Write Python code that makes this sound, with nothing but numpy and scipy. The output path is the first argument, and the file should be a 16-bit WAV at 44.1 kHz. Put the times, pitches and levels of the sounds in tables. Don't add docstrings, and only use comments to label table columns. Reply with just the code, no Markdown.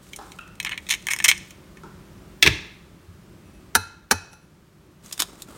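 import sys
import numpy as np
from scipy import signal
from scipy.fft import rfft, irfft, next_fast_len
from scipy.io import wavfile
from scipy.ndimage import map_coordinates

SR = 44100
rng = np.random.default_rng(int(sys.argv[2]) if len(sys.argv) > 2 else 0)


def transcribe(signal):
    frames = np.atleast_2d(signal).T
    limited = np.clip(frames, -1, 1)
    pcm = np.round(limited * 32767).astype(np.int16)
    wavfile.write(sys.argv[1], SR, pcm)


N = 245637
SIZE = 32768
T = np.arange(SIZE) / SR
HZ = np.fft.rfftfreq(SIZE, 1 / SR)

# [f/Hz, width/Hz, level/dB]
OPEN_SHELL = [(1028, 300, -16), (1783, 270, -5.5), (2210, 160, 2.5), (2570, 130, -1.5), (3120, 370, -5),
              (4200, 500, -13.5)]
# [f/Hz, width/Hz, level/dB]
SPLINTER = [(5240, 530, -1.5), (6650, 940, 0), (8200, 150, 2), (9100, 860, -5), (14000, 2200, -12.5)]
# [f/Hz, width/Hz, level/dB]
COUNTER = [(59.7, 20, -6.5), (91, 11, 7), (109, 16, -5.5)]


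def amp(db):
    return 10 ** (np.asarray(db) / 20)


def unit(x):
    return x / np.sqrt(np.mean(x ** 2) + 1e-20)


def blow(x):
    return x * np.sqrt(.003 * SR / (np.sum(x ** 2) + 1e-20))


def along(points, hz):
    f, v = np.transpose(points)
    return np.interp(np.log(hz + 1), np.log(f + 1), v)


def curves(rows):
    s, *cols = np.transpose(rows)
    return [np.interp(np.arange(N) / SR, s, c) for c in cols]


def wobble(rate_hz):
    knots = rng.standard_normal(int(N * rate_hz / SR) + 4)
    return map_coordinates(knots, [np.arange(N) * rate_hz / SR])


def add(track, s, sound):
    part = track[max(round(s * SR), 0):][:len(sound)]
    part += sound[:len(part)]


def noise(spectrum):
    m = next_fast_len(N + 8192)
    white = rfft(rng.standard_normal(m))
    colour = amp(along(spectrum, np.fft.rfftfreq(m, 1 / SR)))
    return unit(irfft(white * colour, m)[:N])


def body(modes, pitch=1):
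    f = HZ / pitch
    return sum((-1) ** k * amp(db) * 1j * f * width / (centre * centre - f * f + 1j * f * width)
               for k, (centre, width, db) in enumerate(modes))


def causal(spectrum):
    cepstrum = irfft(np.log(amp(along(spectrum, HZ))))
    cepstrum[1:SIZE // 2] *= 2
    cepstrum[SIZE // 2 + 1:] = 0
    return np.exp(rfft(cepstrum))


def tilt(db_per_octave, centre_hz):
    return causal([(f, db_per_octave * np.log2(f / centre_hz)) for f in (1600, 4000)])


def small(edge_hz):
    return (1j * HZ / (edge_hz + 1j * HZ)) ** 2


def fracture(crumble_s, spiky_db=7, lead=.6):
    crumble_s = max(crumble_s, 1e-4)
    spikes_db = spiky_db * np.repeat(rng.standard_normal(SIZE // 8), 8)
    breaks = rng.standard_normal(SIZE) * amp(spikes_db)
    force = breaks * np.exp(-(T / crumble_s) ** 2)
    force /= np.linalg.norm(force)
    force[0] += lead * (0.0023 / crumble_s) ** 1.6
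    return force


def running_crack(rise_s, fall_s):
    crumble_s = .0034
    swell_db_per_s, end_db = 850, -19
    jitter, scatter_db = .22, 1.5
    steps = [(rise_s * k / 3, rise_s / 3) for k in range(3)]
    steps += [(rise_s, 0)]
    steps += [(rise_s + fall_s * (k + 1) / 6, fall_s / 6) for k in range(6)]
    force = np.zeros(SIZE)
    for (s, spacing_s), (late, uneven) in zip(steps, rng.standard_normal((len(steps), 2))):
        db = np.interp(s, [0, rise_s, rise_s + fall_s], [-swell_db_per_s * rise_s, 0, end_db])
        db += scatter_db * uneven
        step = blow(fracture(crumble_s, spiky_db=6.5, lead=1.5))
        add(force, s + jitter * spacing_s * late, amp(db) * step)
    return force


def struck(force, response):
    return blow(irfft(rfft(force) * response) * np.cos(np.pi / 2 * T / T[-1]) ** 2)


def thump(modes, contact_s=.004):
    return struck(np.exp(-T / max(contact_s, 1e-4)), body(modes) * small(45))


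def ring(modes, scatter_db=1):
    total = 0
    for hz, t60_s, db in modes:
        level_db = db + scatter_db * rng.standard_normal() - 60 * T / t60_s
        total = total + amp(level_db) * np.sin(2 * np.pi * hz * T)
    return blow(total)


def echo(x, decay, build_s, size):
    hz, t, z = signal.stft(rng.standard_normal(size), SR, nperseg=256)
    z = z * np.exp(-np.log(1000) * t / along(decay, hz)[:, None])
    tail = signal.istft(z, SR, nperseg=256)[1][:size]
    tail = tail * (1 - np.exp(-T[:size] / build_s))
    return signal.fftconvolve(x, tail / np.linalg.norm(tail))[:SIZE]


def placed(x, near_db, room_db):
    # [f/Hz, t60/s]
    nearby = [(200, 0.11), (2500, 0.058), (14000, 0.046)]
    # [f/Hz, t60/s]
    kitchen = [(100, 0.35), (500, 0.71), (2300, .57), (4000, .6), (6500, .5), (10000, .33), (16000, 0.18)]
    scatter = echo(x, nearby, build_s=0.0023, size=4096)
    reverb = echo(x, kitchen, build_s=0.01, size=28672)
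    return x + amp(near_db) * scatter + amp(room_db) * reverb


def prying(snaps, cracks, shell, centre_hz, near_db, room_db):
    snap_crumble_s, slower_s_per_db = .0006, .00008
    out = np.zeros(N)
    cup = body(shell) * small(200)
    splinters = body(SPLINTER) * small(2500)
    breaks = []
    for s, ring_db, splinter_db, hz in snaps:
        force = fracture(snap_crumble_s - slower_s_per_db * ring_db, spiky_db=7.0, lead=1.4)
        breaks.append((s, force, ring_db, splinter_db, hz))
    for s, rise_s, fall_s, *rest in cracks:
        breaks.append((s, running_crack(rise_s, fall_s), *rest))
    for s, force, ring_db, splinter_db, hz in breaks:
        favour = tilt(40 * np.log2(hz / centre_hz), centre_hz)
        snap = amp(ring_db) * struck(force, cup * favour)
        snap += amp(splinter_db) * struck(force, splinters)
        add(out, s, placed(snap, near_db, room_db))
    return out


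def first_egg():
    # [t/s, shell ring level/dB, splinter level/dB, pitch f/Hz]
    snaps = [(.1333, -32.5, -40, 3050), (.1616, -41.5, -32.5, 3000), (.319, -39, -43, 2860),
             (.601, -21.5, -29, 2690), (.6283, -35.5, -36, 2600), (.6487, -22, -28, 2406),
             (.6935, -28, -37, 2200), (.7768, -25.5, -38, 2577), (.867, -38.5, -47, 2874),
             (.9393, -21, -31, 2310), (1.069, -22, -26, 2350), (1.086, -19, -30.5, 2170),
             (1.135, -18, -20.5, 2284), (1.163, -30, -31.5, 2368), (1.188, -27.5, -28.5, 2470),
             (1.2017, -20.5, -33.5, 2260), (1.224, -32.5, -37, 2350), (1.2578, -14.5, -26, 2430),
             (1.3143, -10, -21.5, 2420), (1.378, -39.5, -36, 2350), (1.507, -44, -42, 2830),
             (1.7704, -43, -52.5, 2183)]
    # [t/s, rise/s, fall/s, shell ring level/dB, splinter level/dB, pitch f/Hz]
    cracks = [(.661, .007, .011, -20, -39, 2330), (.711, .009, .04, -20, -39.5, 2280),
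              (.889, .0185, .042, -11.5, -14.8, 2680), (1.104, 0.0091, .021, -16.5, -20.5, 2300),
              (1.242, .004, .014, -10, -8.5, 2400), (1.2814, .0063, .019, -5.5, -8, 2630)]
    return prying(snaps, cracks, OPEN_SHELL, centre_hz=2480, near_db=-7.5, room_db=-23)


def second_egg():
    # [t/s, shell ring level/dB, splinter level/dB, pitch f/Hz]
    snaps = [(5.06, -49, -42, 2590), (5.112, -41, -45, 3000), (5.178, -37.5, -37, 3230),
             (5.202, -23.5, -17, 3054), (5.2216, -19, -19.5, 3296), (5.421, -35.5, -33.5, 3800)]
    # [t/s, rise/s, fall/s, shell ring level/dB, splinter level/dB, pitch f/Hz]
    cracks = [(5.125, .003, .005, -31, -25.5, 3535), (5.193, .009, .024, -20, -21, 3300)]
    # [f/Hz, width/Hz, level/dB]
    full_shell = [(308, 60, 0), (1380, 830, -3), (2270, 470, -1.5), (3640, 820, 1)]
    return prying(snaps, cracks, full_shell, centre_hz=3200, near_db=-7.5, room_db=-24.5)


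def ticks(count=7):
    # [start t/s, end t/s, level/dB]
    pressing = [(.02, .58, -51.5), (0.799, 1.099, -47), (5.05, 5.451, -55)]
    scatter_db = 3
    out = np.zeros(N)
    colour = body(OPEN_SHELL) * small(250) + amp(-4) * body(SPLINTER) * small(2500)
    for start, end, db in pressing:
        for k in range(count):
            s = start + (end - start) * (k + rng.random()) / count
            level = amp(db + scatter_db * rng.standard_normal())
            add(out, s, level * struck(fracture(.004, spiky_db=6, lead=1), colour))
    return out


def tossed_shell():
    # [t/s, clack level/dB, crumbling time/s, thud level/dB, hardness tilt/(dB/octave)]
    landing = [(2.4225, -33.5, .0033, -55, 0), (2.426, -4.5, 0.0021, -31, 4), (2.4288, -6, .006, -25, 4),
               (2.4387, -16.5, .005, -43, 2), (2.4515, -21, 0.0082, -17, -3),
               (2.462, -8, 0.0055, -16.5, -2.5), (2.4706, -8, .0045, -19, -2),
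               (2.4755, -9.5, .0027, -18.5, -1)]
    # [f/Hz, width/Hz, level/dB]
    clack_modes = [(617, 160, -14.5), (915, 140, -12), (1304, 170, -11), (1700, 97, -0.5), (2105, 130, 0.5),
                   (2320, 130, -0.5), (2660, 180, -0.5), (3130, 140, -5), (3380, 300, -3), (4240, 810, -10),
                   (5600, 820, -11), (8500, 3500, -20.5), (12400, 6500, -24)]
    # [f/Hz, width/Hz, level/dB]
    thud_modes = [(55.1, 16, -1.5), (81.9, 15, -3), (104, 16, -4.5), (156, 37, -10), (308.5, 50, -10),
                  (422, 79, -12.5)]
    rock_gap_s, rock_crumble_s = .027, 0.007
    rock_clack_db, rock_thud_db, rock_loss_db = -31, -28, 4
    out = np.zeros(N)
    colour = body(clack_modes) * small(250)
    rocking = []
    for k in range(8):
        s = landing[-1][0] + rock_gap_s * (k + 1)
        loss_db = rock_loss_db * k
        rocking.append((s, rock_clack_db - loss_db, rock_crumble_s, rock_thud_db - loss_db, 0))
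    for s, clack_db, crumble_s, thud_db, hardness in [*landing, *rocking]:
        force = fracture(crumble_s, spiky_db=4, lead=.9)
        clack = amp(clack_db) * struck(force, colour * tilt(hardness, centre_hz=2500))
        thud = amp(thud_db) * thump(thud_modes, contact_s=0.00022)
        add(out, s, placed(clack + thud, near_db=-7.5, room_db=-15))
    return out


def bowl(spot):
    # [f/Hz, t60/s, level at spot 0/dB, level at spot 1/dB]
    modes = [(855, .22, -4, -1), (1388, .55, 1, -9), (2543, .55, -24, 1), (2584, .5, -9, -12),
             (4075, .42, -5, -4), (5640, .25, -14, -14), (5950, .28, -10, -7), (6230, .22, -15, -9),
             (7900, .15, -19, -13), (10030, .22, -21, -12), (11110, .2, -16, -11), (12870, .2, -30, -14)]
    return ring([(hz, t60_s, np.interp(spot, [0, 1], [one, other])) for hz, t60_s, one, other in modes])


def egg_on_rim():
    # [t/s, knock level/dB, crunch level/dB,
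    #   crunch pitch ratio, counter thump level/dB, egg squash level/dB, bowl ring level/dB, rim spot 0-1]
    contacts = [(3.7514, -8, -9.5, 0.98, -18, -25, -20, .05),
                (4.111, -9.5, -10, 0.99, -18.5, -18.5, -24.5, .92),
                (4.331, -49, -48.5, 0.99, -58, -58, -43.5, 0.4)]
    # [delay/s, shell level/dB, push on the bowl level/dB]
    stages = [(-.0045, -32, -24.5), (0, 0, -7), (.0053, -6, -1)]
    # [f/Hz, width/Hz, level/dB]
    knock_modes = [(497, 160, -11.5), (700, 70, -6), (870, 90, -1.5), (1180, 300, -6), (1400, 220, -1),
                   (1700, 190, -1.5), (2420, 610, -13)]
    # [f/Hz, width/Hz, level/dB]
    crunch_modes = [(2680, 450, -7.5), (4100, 370, 1), (5980, 500, 2), (7860, 1300, -7.5),
                    (9850, 600, -2.5), (11350, 560, -6), (13530, 2400, -14)]
    # [f/Hz, width/Hz, level/dB]
    squash_modes = [(215, 50, -1), (270, 45, -1), (444, 38, 1)]
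    out = np.zeros(N)
    for s, knock_db, crunch_db, pitch, thump_db, squash_db, ring_db, spot in contacts:
        add(out, s, amp(ring_db) * bowl(spot))
        for delay_s, shell_db, push_db in stages:
            knock_force = fracture(0.0041, spiky_db=3.5, lead=1.8)
            knock = amp(knock_db) * struck(knock_force, body(knock_modes) * small(250))
            crunch_force = fracture(.005, spiky_db=11.0, lead=1.0)
            crunch = amp(crunch_db) * struck(crunch_force, body(crunch_modes, pitch) * small(1700))
            boom = amp(thump_db) * thump(COUNTER, contact_s=.0004)
            boom += amp(squash_db) * thump(squash_modes, contact_s=0.00032)
            contact = amp(shell_db) * (knock + crunch) + amp(push_db) * boom
            add(out, s + delay_s, placed(contact, near_db=-7.5, room_db=-21.5))
    return out


def nudges():
    # [t/s, level/dB]
    hand_bumps = [(3.079, -32.5), (3.139, -36.5), (3.308, -43), (3.451, -38)]
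    # [t/s, level/dB]
    slides = [(3.451, -49), (3.529, -46.5), (4.311, -41.5), (4.411, -51.5)]
    # [f/Hz, t60/s, level/dB]
    glaze_modes = [(2584, 0.31, -1), (5800, 0.17, -3.5), (7830, 0.12, -8), (10030, .2, -6.5),
                   (11200, .2, -9.5)]
    out = np.zeros(N)
    for s, db in hand_bumps:
        add(out, s, amp(db) * thump(COUNTER, contact_s=0.0045))
    swell = 1 - np.exp(-T / 0.016)
    for s, db in slides:
        add(out, s, amp(db) * swell * ring(glaze_modes))
    return out


def fingers():
    # [t/s, length/s, hiss level/dB, palm rustle level/dB]
    strokes = [(0.036, 0.33, -58, -68.5), (.83, .67, -58, -66), (5.046, .2, -52, -60.5),
               (5.289, 0.046, -58, -49.5), (5.395, .025, -54, -57), (5.494, .08, -54, -47.5)]
    # [f/Hz, level/dB]
    skin_spectrum = [(1000, -13), (3500, -2), (5500, -5.5), (7200, -2), (8800, -1), (10000, -8),
                     (16000, -11)]
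    # [f/Hz, level/dB]
    palm_spectrum = [(100, -12), (230, 4), (330, 3), (600, -5), (1000, -6), (1350, -4), (1900, -16),
                     (5000, -30)]
    attack_s, release_s = .025, 0.039
    t = np.arange(N) / SR
    hiss, rustle = np.zeros(N), np.zeros(N)
    for s, length_s, hiss_db, palm_db in strokes:
        stroke = np.clip(1 + (t - s) / attack_s, 0, 1)
        stroke *= np.exp(-np.maximum(t - s - length_s, 0) / release_s)
        hiss += amp(hiss_db) * stroke
        rustle += amp(palm_db) * stroke
    grip = amp(2.2 * wobble(250))
    return hiss * unit(noise(skin_spectrum) * grip) + rustle * unit(noise(palm_spectrum) * grip)


def small_sounds():
    # [t/s, level/dB]
    far_bumps = [(.189, -35.5), (.212, -39.5), (1.834, -38.5)]
    # [f/Hz, level/dB]
    bump_spectrum = [(150, -21), (310, 13.5), (550, -0.5), (900, 2.5), (1300, 7), (1900, -13), (6000, -16),
                     (14000, -33.5)]
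    # [t/s, level/dB]
    clinks = [(0.3879, -35), (0.3914, -31)]
    # [f/Hz, width/Hz, level/dB]
    crockery = [(1250, 21, 0), (1400, 140, 0.5), (2430, 120, -5.5), (2660, 133, 3.5), (2710, 14, 7)]
    out = np.zeros(N)
    colour = causal(bump_spectrum)
    for s, db in far_bumps:
        bump = struck(fracture(.005, spiky_db=3.0), colour)
        add(out, s, amp(db) * placed(bump, near_db=-2.5, room_db=0))
    for s, db in clinks:
        clink = struck(fracture(0.0025, lead=1.74), body(crockery))
        add(out, s, amp(db) * placed(clink, near_db=-23, room_db=-6.5))
    return out


def ambience():
    # [t/s, level/dB]
    room_level = [(0, -49), (2.3, -47), (2.9, -50), (3.7, -49), (3.9, -55), (4.8, -53.5), (5.57, -49.5)]
    # [f/Hz, level/dB]
    hum_spectrum = [(15, -44), (25, -13), (37, -7.5), (48, 0), (96, -2), (134, -2.5), (184, 2), (248, -10),
                    (372, -4.5), (458, -17), (583, -14.5), (775, -26.5), (900, -23.5), (1170, -54),
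                    (1980, -120)]
    # [f/Hz, level/dB]
    hiss_spectrum = [(400, -20.5), (700, -3.5), (1200, 1.5), (1600, -2.5), (4000, -9.5), (9500, -14),
                     (10500, -17), (16000, -17.5)]
    hiss_db = -9
    level_db, = curves(room_level)
    hum = amp(1.1 * wobble(15)) * noise(hum_spectrum)
    return amp(level_db) * (hum + amp(hiss_db) * noise(hiss_spectrum))


def scene():
    eggs = first_egg() + second_egg() + ticks()
    impacts = tossed_shell() + egg_on_rim() + nudges()
    background = fingers() + small_sounds() + ambience()
    return (eggs + impacts + background)[None]


def record(dry):
    top_hz = 16000
    saturated = dry / (1 + np.abs(dry) ** 6) ** (1 / 6)
    m = next_fast_len(N + 8192)
    passband = np.fft.rfftfreq(m, 1 / SR) < top_hz
    return irfft(rfft(saturated, m) * passband, m)[..., :N]


dry = scene()
out = record(dry)
transcribe(out)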